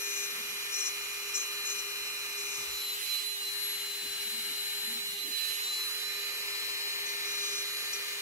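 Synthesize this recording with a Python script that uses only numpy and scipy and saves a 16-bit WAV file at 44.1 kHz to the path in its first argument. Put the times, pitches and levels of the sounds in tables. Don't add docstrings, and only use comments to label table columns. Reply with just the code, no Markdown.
import sys
import numpy as np
from scipy import signal
from scipy.fft import rfft, irfft, next_fast_len
from scipy.io import wavfile
from scipy.ndimage import map_coordinates

SR = 44100
rng = np.random.default_rng(int(sys.argv[2]) if len(sys.argv) > 2 else 0)


def store_wav(level_fs):
    pcm = np.round(np.clip(np.atleast_2d(level_fs), -1, 1) * 32767)
    wavfile.write(sys.argv[1], SR, pcm.T.astype(np.int16))


N = 362061

# time in seconds, left level in dB, right level in dB.
WHINE_DB = [(0.0, -42, -44.5), (0.25, -40.5, -46.5), (0.78, -45.5, -40.5), (1.13, -56, -44),
            (1.7, -38.5, -40), (2.25, -46, -42.4), (2.6, -44, -35.6), (2.85, -37.5, -38.5),
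            (3.14, -34, -29.5), (3.4, -40, -35.5), (3.62, -34, -43), (3.9, -38.5, -44.5), (4.5, -37, -42),
            (5.1, -35.5, -38), (5.41, -37, -30), (5.72, -35, -36.5), (6.08, -36.5, -35), (6.3, -53, -37.5),
            (6.55, -37, -42), (6.9, -37, -40.5), (7.15, -38.5, -42), (7.42, -35.5, -38), (7.75, -41, -38),
            (8.21, -44, -45)]
# time in seconds, microphone (0 left, 1 right), half length in seconds, depth in dB.
WHINE_NULLS = [(.49, 0, .076, 12), (.7, 1, .03, 8), (1.81, 1, .122, 8), (2.59, 1, .144, 13),
               (2.98, 1, .046, 14), (3.05, 0, .071, 13), (3.07, 1, .025, 6), (3.225, 1, .028, 7),
               (3.26, 0, .083, 15), (3.38, 1, .035, 6), (3.54, 1, .026, 11), (5.03, 0, .04, 7),
               (5.14, 1, .031, 17), (5.23, 0, .083, 13), (5.295, 1, .028, 8), (5.5, 0, .117, 17),
               (5.57, 1, .047, 4), (6.02, 0, .117, 11), (7.51, 1, .04, 5)]
# time in seconds, extra left lag in ms.
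WHINE_LAG_MS = [(.7, -0.025), (.8, 0.013), (3.25, 0.023), (3.41, 0.099), (3.62, 0.0078), (3.9, -0.058),
                (4.35, 0.011), (4.85, 0.014), (5.05, -0.034), (5.3, 0.002), (5.8, 0.049), (6.15, -0.13),
                (6.55, 0.024), (7, -0.027), (7.4, -0.023), (7.57, -0.015), (7.7, 0.012), (7.95, -0.035)]
# shaft multiple, relative level in dB at the nail, then aside.
HARMONICS_DB = [(2, -75, -66), (3, -58, -67), (4, -64, -67), (5, -62, -59), (7, -58, -54), (8, -62, -61),
                (9, -61, -65), (11, -66, -65), (13, -63, -63), (14, -58.5, -57.5), (15, -64, -63),
                (16, -64, -62), (17, -55.5, -58), (19, -58, -54), (20, -59, -56), (21, -63, -61),
                (22, -64, -67), (23, -62, -57), (24, -62, -61), (25, -59, -62), (26, -56.5, -55.5),
                (27, -57, -55), (29, -56, -60), (30, -60.5, -55), (31, -60, -55), (32, -59, -61),
                (33, -60, -61), (34, -62, -60), (36, -64, -64), (37, -63, -67), (38, -60, -64)]
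# time in seconds, relative level in dB left, then right.
WHISTLE_18_DB = [(0, -62, -58), (2.5, -62, -60), (2.84, -61, -52), (3.64, -58.5, -56), (4.16, -69, -68),
                 (4.24, -49.5, -47.5), (4.96, -52, -49.5), (5.08, -56, -66), (5.32, -58, -51),
                 (5.48, -68, -62), (5.8, -60, -53), (6.3, -62, -57), (8.21, -62, -59)]
WHISTLE_28_DB = [(0, -48, -57), (0.8, -52, -58), (1.08, -53, -63), (1.8, -49, -58), (1.92, -54, -64),
                 (2.76, -50.5, -53), (2.84, -43.5, -47.5), (2.96, -51.5, -52), (3.12, -53, -40),
                 (3.44, -49.5, -50), (3.68, -42.5, -39), (4, -52.5, -57.5), (4.26, -37.5, -43.5),
                 (4.86, -39.5, -44.5), (5.04, -50, -48), (5.52, -51, -42), (5.92, -52.5, -53.5),
                 (6.32, -44, -56), (6.64, -47.5, -52.5), (7.56, -60, -55), (7.76, -46, -52.5),
                 (8.21, -59, -59)]
WHISTLE_35_DB = [(0, -47, -52), (0.16, -63, -53), (0.52, -53, -50), (1.36, -54, -47.5), (1.8, -61, -49),
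                 (2.44, -55, -52), (3, -58, -48), (3.6, -53, -61.5), (4.56, -52, -61.5), (5.44, -60, -51),
                 (5.6, -58.5, -61), (5.72, -56.5, -48), (6.36, -48.5, -48.5), (6.48, -47.5, -57.5),
                 (6.96, -46, -57), (7.52, -59.5, -60.5), (8.21, -48.5, -57.5)]
# time in seconds, level in dB.
BALL_DB = [(0.0, -52), (0.51, -56.5), (0.76, -50.5), (1.02, -60), (1.65, -50), (1.78, -61), (2.16, -53.5),
           (3.17, -61), (3.3, -55.5), (4.44, -60.5), (4.83, -54.5), (5.08, -60), (5.59, -46.5), (5.84, -53),
           (7.37, -49.5), (7.75, -58), (7.87, -50), (8.21, -53)]
# shaft multiple, relative level in dB.
BEARING_LINES_DB = [(3.303, -63), (16.874, -60), (21.59, -62), (27.55, -62), (34.76, -62)]
# frequency in Hz, gain in dB at the nail, aside, in a pass.
HISS_COLOUR_DB = [(150, -19, -19, -25.5), (325, -15.5, -15.5, -18), (520, -8, -19.5, -11.5),
                  (572, -16, -21.5, -21), (1090, -7.5, -14.5, -14.5), (1740, -8, -9, -8),
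                  (2044, 0.5, -5.5, -14.5), (2330, -2, -4.5, -2.5), (2870, 0.5, -9, -4.5),
                  (3000, -1, -3.5, -1), (3230, -5.5, -6, -5), (3870, -5.5, -4.5, -4.5),
                  (4720, -6.5, -7, -7), (4960, -7, -8.5, -8.5), (5460, -7.5, -11, -10),
                  (7200, -11, -10.5, -15), (8060, -14, -14, -16), (8900, -12, -11, -20),
                  (9800, -14, -15, -16), (10700, -10, -11, -19), (12600, -19.5, -16, -13),
                  (15600, -23, -19, -21)]
# frequency in Hz, right minus left in dB at the nail, aside, in a pass.
BALANCE_DB = [(960, 0, -3, 2.6), (1980, 2, 5, 2.4), (4530, -2, 0, 6.6), (7150, 6, 1.5, 9.6),
              (9300, 0.5, -6, 4.6), (10900, -3, -1, 9.9), (13500, -15, 0.5, 13)]
# frequency in Hz, power share 0-1.
DIRECT_SHARE = [(300, 0.51), (1200, 0.54), (2200, 0.44), (3500, 0.63), (4700, 0.35), (7000, 0),
                (15000, 0.13)]
# start in seconds, length in seconds, first level in dB, last level in dB,
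# pressure 0-1, left minus right in dB, ring of the nail in Hz.
BIT_STROKES = [(0, 2.75, -50, -51.5, 0, 10, 6880), (0.01, 0.23, -41, -37, 0.82, 6, 6070),
               (0.725, 0.15, -38.5, -35.5, 0.12, 7.5, 5660), (1.345, 0.02, -33.5, -29, 0.22, 6.5, 5660),
               (1.383, 0.035, -36, -36.5, 0.1, 5, 6470), (1.654, 0.055, -39, -34.5, .3, 4.5, 6470),
               (1.745, 0.045, -42, -39.5, 0.61, 6, 5660), (2.373, 0.2535, -44, -41.5, .8, 9, 5660),
               (7.067, 0.071, -42, -52, 0.51, 2, 6470), (7.256, 0.34, -45, -39.5, 1, 0, 6360),
               (7.937, 0.019, -31.5, -43, 0.83, 2, 5560)]
# frequency in Hz, gain in dB.
BIT_RESPONSE_DB = [(4600, -28), (5250, -12), (5660, -3), (6070, -6.5), (6470, -5.5), (6880, -4.5),
                   (7280, -9), (7700, -11.5), (8080, -9), (8500, -14), (9700, -20), (14000, -36)]
# frequency in Hz, relative level in dB.
RUMBLE_DB = [(12, -35), (20, 2.5), (59, 1), (83, 2), (102, -9), (135, 2.5), (188, -16), (330, -8),
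             (430, -14), (730, -120)]
# centre in seconds, length in seconds, pitch in Hz, width over pitch, level in dB.
HAND_RUBS = [(0.429, 0.15, 207, 0.29, -61), (2.61, 0.038, 150, 0.9, -56), (2.713, 0.1, 56.7, .25, -63),
             (4.047, 0.03, 272, 0.49, -58), (4.09, .04, 56, .3, -60), (4.364, 0.16, 221, .12, -59.5),
             (4.508, 0.05, 280, .22, -59), (4.924, 0.087, 227, .06, -53.5), (5.098, 0.2, 184, .12, -66),
             (5.28, 0.057, 300, 0.36, -53.5)]
# time in seconds, direction (positive away, negative back).
MIC_PASSES = [(3.141, 0.58), (5.42, -0.67)]

FREE_HZ = 404.5
LEAVE_S, LEAVE_TAKES_S, RETURN_S, RETURN_TAKES_S = 2.52, 1, 5.15, 0.99
SETTLE_S, SETTLE_TAKES_S = 6.34, 0.11
LEFT, RIGHT = np.eye(2)[:, :, None]


def amp(db):
    return np.exp(np.asarray(db) * (np.log(10) / 20))


def unit(x):
    return x / np.sqrt(np.mean(x ** 2) + 1e-20)


def along(points, hz, column=1):
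    columns = np.transpose(points)
    return np.interp(np.log(hz + 1), np.log(columns[0] + 1), columns[column])


def curves(rows):
    times_s, *columns = np.transpose(rows)
    return np.array([np.interp(np.arange(N) / SR, times_s, column) for column in columns])


def ramp(start_s, takes_s):
    return np.clip((np.arange(N) / SR - start_s) / takes_s, 0, 1)


def bell(centre_s, half_s):
    return np.exp(-((np.arange(N) / SR - centre_s) / half_s) ** 2)


def wander(path, size=2048):
    coarse = np.linspace(0, N - 1, size * 2).astype(int)
    values = map_coordinates(rng.standard_normal(size), [path[coarse]], mode="wrap")
    return np.interp(np.arange(N), coarse, values)


def wobble(rate_hz):
    return wander(np.arange(N) * (rate_hz / SR))


def filtered(x, response):
    size = next_fast_len(N + SR // 4, real=True)
    return irfft(rfft(x, size) * response(np.fft.rfftfreq(size, 1 / SR)), size)[..., :N]


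def tone(cycles):
    return np.sqrt(2) * np.sin((2 * np.pi * (cycles - np.floor(cycles))).astype(np.float32))


def narrow_noise(cycles, width_hz):
    lowpass = lambda hz: 1 / (1 + 1j * hz / width_hz) / (1 + 1j * hz / (4 * width_hz))
    in_phase, quadrature = filtered(rng.standard_normal((2, N)), lowpass)
    return unit(in_phase * tone(cycles) + quadrature * tone(cycles + 1 / 4))


def delayed(x, delay_ms, order=3):
    return map_coordinates(x, [np.arange(N) - delay_ms * SR / 1000], order=order, mode="nearest")


def at_microphones(x, lag_ms):
    return np.array([delayed(x, lag_ms), x])


def balance_db(hz, column):
    return (RIGHT - LEFT) / 2 * along(BALANCE_DB, hz, column)


def moving(aside):
    return 4 * aside * (1 - aside)


def strokes(attack_s=0.0096, release_s=0.047, press_s=0.12):
    scrape, pressure = np.zeros((2, N)), np.zeros(N)
    ring_hz = np.zeros(N)
    for start_s, length_s, first_db, last_db, press, pan_db, nail_hz in BIT_STROKES:
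        held = lambda rise_s, fall_s: ramp(start_s - rise_s, rise_s) - ramp(start_s + length_s, fall_s)
        level_db = first_db + (last_db - first_db) * ramp(start_s, length_s)
        gain = held(attack_s, release_s) * amp(level_db + pan_db * (LEFT - RIGHT) / 2)
        scrape = np.maximum(scrape, gain)
        pressure += press * held(press_s, press_s)
        ring_hz[max(round((start_s - attack_s) * SR), 0):] = nail_hz
    return scrape, pressure, ring_hz


def shaft(pressure, sag_hz=1.6, inertia_s=0.136):
    pole = np.exp(-1 / (inertia_s * SR))
    load = signal.lfilter([1 - pole], [1, -pole], pressure)
    return np.cumsum(FREE_HZ - sag_hz * load + 0.13 * wobble(20)) / SR


def place(nail_ms=0.1465, aside_ms=0.0774, pass_ms=0.43, nail_side_s=0.14, far_side_s=0.099):
    t = np.arange(N) / SR
    aside = ramp(LEAVE_S, LEAVE_TAKES_S) - ramp(RETURN_S, RETURN_TAKES_S)
    close, swing = np.zeros((2, N))
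    for pass_s, direction in MIC_PASSES:
        close += bell(pass_s, np.where(direction * (t - pass_s) < 0, nail_side_s, far_side_s))
        swing += bell(pass_s + direction * 0.0089, half_s=0.2887)
    drift_ms = 0.0022 * np.maximum(t - SETTLE_S, 0)
    resting_ms = nail_ms + aside * (aside_ms - nail_ms) - drift_ms
    return resting_ms + swing * (pass_ms - resting_ms), aside, close


def hum(turns, lag_ms, aside, close, pressure, free_db=-56.5, press_db=4, pass_loss_db=6.5):
    level_db = free_db + press_db * pressure - pass_loss_db * close + 1.73 * wobble(30)
    shield_db = aside * (2.5 * RIGHT - 6 * LEFT)
    return amp(level_db + shield_db) * at_microphones(tone(turns), lag_ms * 0.58)


def rotor_buzz(turns, aside, scrape, base_db=-48, scrape_db=6, aside_loss_db=7, move_loss_db=6):
    contact = np.tanh(scrape.mean(axis=0) / amp(-39))
    level_db = base_db + scrape_db * contact - aside_loss_db * aside - move_loss_db * moving(aside)
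    level_db += 0.16 * wobble(40)
    buzz = unit(tone(6 * turns) + 0.19 * narrow_noise(6 * turns, width_hz=40))
    lobes = np.array([1.1 - 1.35 * aside, 0.68 + 0.67 * aside])
    return amp(level_db) * buzz * lobes


def whine(heard_turns):
    level_db = curves(WHINE_DB)
    for centre_s, mic, half_s, depth_db in WHINE_NULLS:
        level_db[mic] -= depth_db * bell(centre_s, half_s)
    late_turns = LEFT * curves(WHINE_LAG_MS) * FREE_HZ / 1000
    return amp(level_db + 0.6 * wobble(50)) * tone(10 * (heard_turns - late_turns))


def harmonics(heard_turns, aside, travel, flutter_db=2.56, beam_db=3, beam_hz=7000):
    motion = moving(aside)
    depth_db = 2 + 1.5 * motion
    out = np.zeros((2, N))
    for multiple, nail_db, aside_db in HARMONICS_DB:
        hz = multiple * FREE_HZ
        level_db = nail_db + aside * (aside_db - nail_db + balance_db(hz, 2)) + flutter_db * wobble(45)
        level_db += beam_db * motion * min(hz / beam_hz, 1) ** 2 * (1 + 0.5 * wobble(20))
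        start_cycles = rng.random()
        for mic in range(2):
            shift_cycles = start_cycles + 0.25 * rng.standard_normal() + 0.13 * wander(travel)
            gain = amp(level_db[mic] + depth_db * wander(travel))
            out[mic] += gain * tone(multiple * heard_turns[mic] + shift_cycles)
    return amp(-1.5) * out


def whistles(heard_turns, aside, travel, flutter_db=1.5, pattern_db=1.5, moving_db=2.5):
    out = np.zeros((2, N))
    for multiple, levels in ((18, WHISTLE_18_DB), (28, WHISTLE_28_DB), (35, WHISTLE_35_DB)):
        level_db = curves(levels) + flutter_db * wobble(45)
        for mic in range(2):
            shift_cycles = 0.2 * rng.standard_normal() + 0.14 * wander(travel)
            swell_db = pattern_db * wander(travel) + moving_db * moving(aside) * wobble(22)
            out[mic] += amp(level_db[mic] + swell_db) * tone(multiple * heard_turns[mic] + shift_cycles)
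    return amp(-0.5) * out


def bearing(heard_turns, swell_db=2, slip_cycles=0.08, ball_multiple=4.414):
    line = lambda multiple: tone(multiple * heard_turns + slip_cycles * wobble(25))
    out = amp(curves(BALL_DB) + wobble(22)) * line(ball_multiple)
    for multiple, level_db in BEARING_LINES_DB:
        out += amp(level_db - 4.5 + swell_db * wobble(6.2)) * line(multiple)
    return out


def cage(turns, rounds_per_turn=0.3678, throb=0.72, flaw_count=256):
    rounds = rounds_per_turn * turns + 0.0054 * wobble(25)
    flaws = map_coordinates(rng.standard_normal(flaw_count), [rounds % 1 * flaw_count], mode="grid-wrap")
    return unit(flaws * (1 + throb * tone(turns)))


def brush_noise(turns, lag_ms, aside, travel, cage_share=0.3, echo_gain=0.29, throb=0.18):
    share = lambda hz: np.clip(along(DIRECT_SHARE, hz), 0, 1)
    source = np.sqrt(1 - cage_share) * rng.standard_normal(N) + np.sqrt(cage_share) * cage(turns)
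    direct = filtered(at_microphones(source, lag_ms), lambda hz: np.sqrt(share(hz)))
    diffuse = filtered(rng.standard_normal((2, N)), lambda hz: np.sqrt(1 - share(hz)))
    noise = direct + diffuse
    for mic in range(2):
        echo_ms = 0.702 + 0.365 * aside + 0.16 * wander(travel)
        noise[mic] += echo_gain * delayed(noise[mic], echo_ms, order=2)
    return unit(noise * (1 + throb * tone(turns)) * amp(0.5 * wobble(90)))


def hiss(noise, aside, close, base_db=-30.5, aside_db=1.57, pass_db=3, grip_db=3.5, grip_hz=4700):
    def coloured(column, low_cut_hz=140):
        gain = lambda hz: amp(along(HISS_COLOUR_DB, hz, column) + balance_db(hz, column))
        return filtered(noise, lambda hz: gain(hz) * hz ** 2 / (hz ** 2 + low_cut_hz ** 2))

    at_nail, at_side, in_pass = coloured(1), coloured(2), coloured(3)
    new_grip = filtered(at_nail, lambda hz: amp(grip_db * np.exp(-((hz - grip_hz) / 1100) ** 2)))
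    at_nail += ramp(RETURN_S, RETURN_TAKES_S / 2) * (new_grip - at_nail)
    blend = (1 - close) * ((1 - aside) * at_nail + aside * at_side) + close * in_pass
    shade_db = 2 * sum(bell(pass_s + direction * 0.25, half_s=0.14) for pass_s, direction in MIC_PASSES)
    settle_db = 0.6 * ramp(SETTLE_S, SETTLE_TAKES_S)
    return blend * amp(base_db + aside_db * aside + pass_db * close - shade_db + settle_db)


def housing(turns, aside, close, ring_hz=2860, width_hz=170, base_db=-54, aside_db=5, pass_db=5):
    rattle = rng.standard_normal((2, N)) * (1 + 0.9 * tone(turns))
    resonance = lambda hz: (1j * hz * width_hz / (ring_hz ** 2 - hz * hz + 1j * hz * width_hz)) ** 2
    side_db = RIGHT * (1 + pass_db * close) - 2 * LEFT
    return unit(filtered(rattle, resonance)) * amp(base_db + aside_db * aside + side_db)


def rasp(turns, lag_ms, scrape, ring_hz, ring_db=4, ring_width_hz=260, grit_db=-6, chatter_db=1.5):
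    buzz = np.zeros(N)
    for multiple in range(12, 25):
        partial_hz = multiple * FREE_HZ
        lift_db = ring_db * np.exp(-((partial_hz - ring_hz) / ring_width_hz) ** 2)
        level_db = along(BIT_RESPONSE_DB, partial_hz) + lift_db + 3.5 * wobble(45)
        buzz += amp(level_db) * tone(multiple * turns + rng.random() + 0.11 * wobble(110))
    catches = rng.standard_normal(N) * (1 + 0.49 * tone(2 * turns))
    grit = filtered(catches, lambda hz: amp(along(BIT_RESPONSE_DB, hz)))
    grinding = unit((unit(buzz) + amp(grit_db) * unit(grit)) * amp(chatter_db * wobble(160)))
    return scrape * at_microphones(grinding, lag_ms * 0.32)


def room(level_db=-73):
    noise = rng.standard_normal(N) + 0.85 * rng.standard_normal((2, N))
    return amp(level_db) * unit(filtered(noise, lambda hz: amp(along(RUMBLE_DB, hz))))


def hands():
    out = np.zeros(N)
    for centre_s, length_s, pitch_hz, width, level_db in HAND_RUBS:
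        band = lambda hz: 1 / (1 + (np.log((hz + 1) / pitch_hz) / width) ** 2)
        rub = unit(filtered(rng.standard_normal(N), band))
        out += amp(level_db) * rub * bell(centre_s, length_s) ** 2
    return out


def scene():
    scrape, pressure, ring_hz = strokes()
    turns = shaft(pressure)
    lag_ms, aside, close = place()
    lag_turns = LEFT * lag_ms * FREE_HZ / 1000
    heard_turns = turns - lag_turns
    overtone_turns = turns - lag_turns * 0.91 * (1 - aside)
    travel = np.cumsum(1.2 / SR + 20 * np.abs(np.gradient(lag_ms)))
    drill = hum(turns, lag_ms, aside, close, pressure) + rotor_buzz(turns, aside, scrape)
    drill += whine(heard_turns)
    drill += harmonics(overtone_turns, aside, travel) + whistles(overtone_turns, aside, travel)
    drill += bearing(heard_turns)
    drill += hiss(brush_noise(turns, lag_ms, aside, travel), aside, close)
    drill += housing(turns, aside, close)
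    return drill + rasp(turns, lag_ms, scrape, ring_hz) + hands() + room()


def record(dry, top_hz=15750):
    return filtered(dry, lambda hz: hz < top_hz)


dry = scene()
out = record(dry)
store_wav(out)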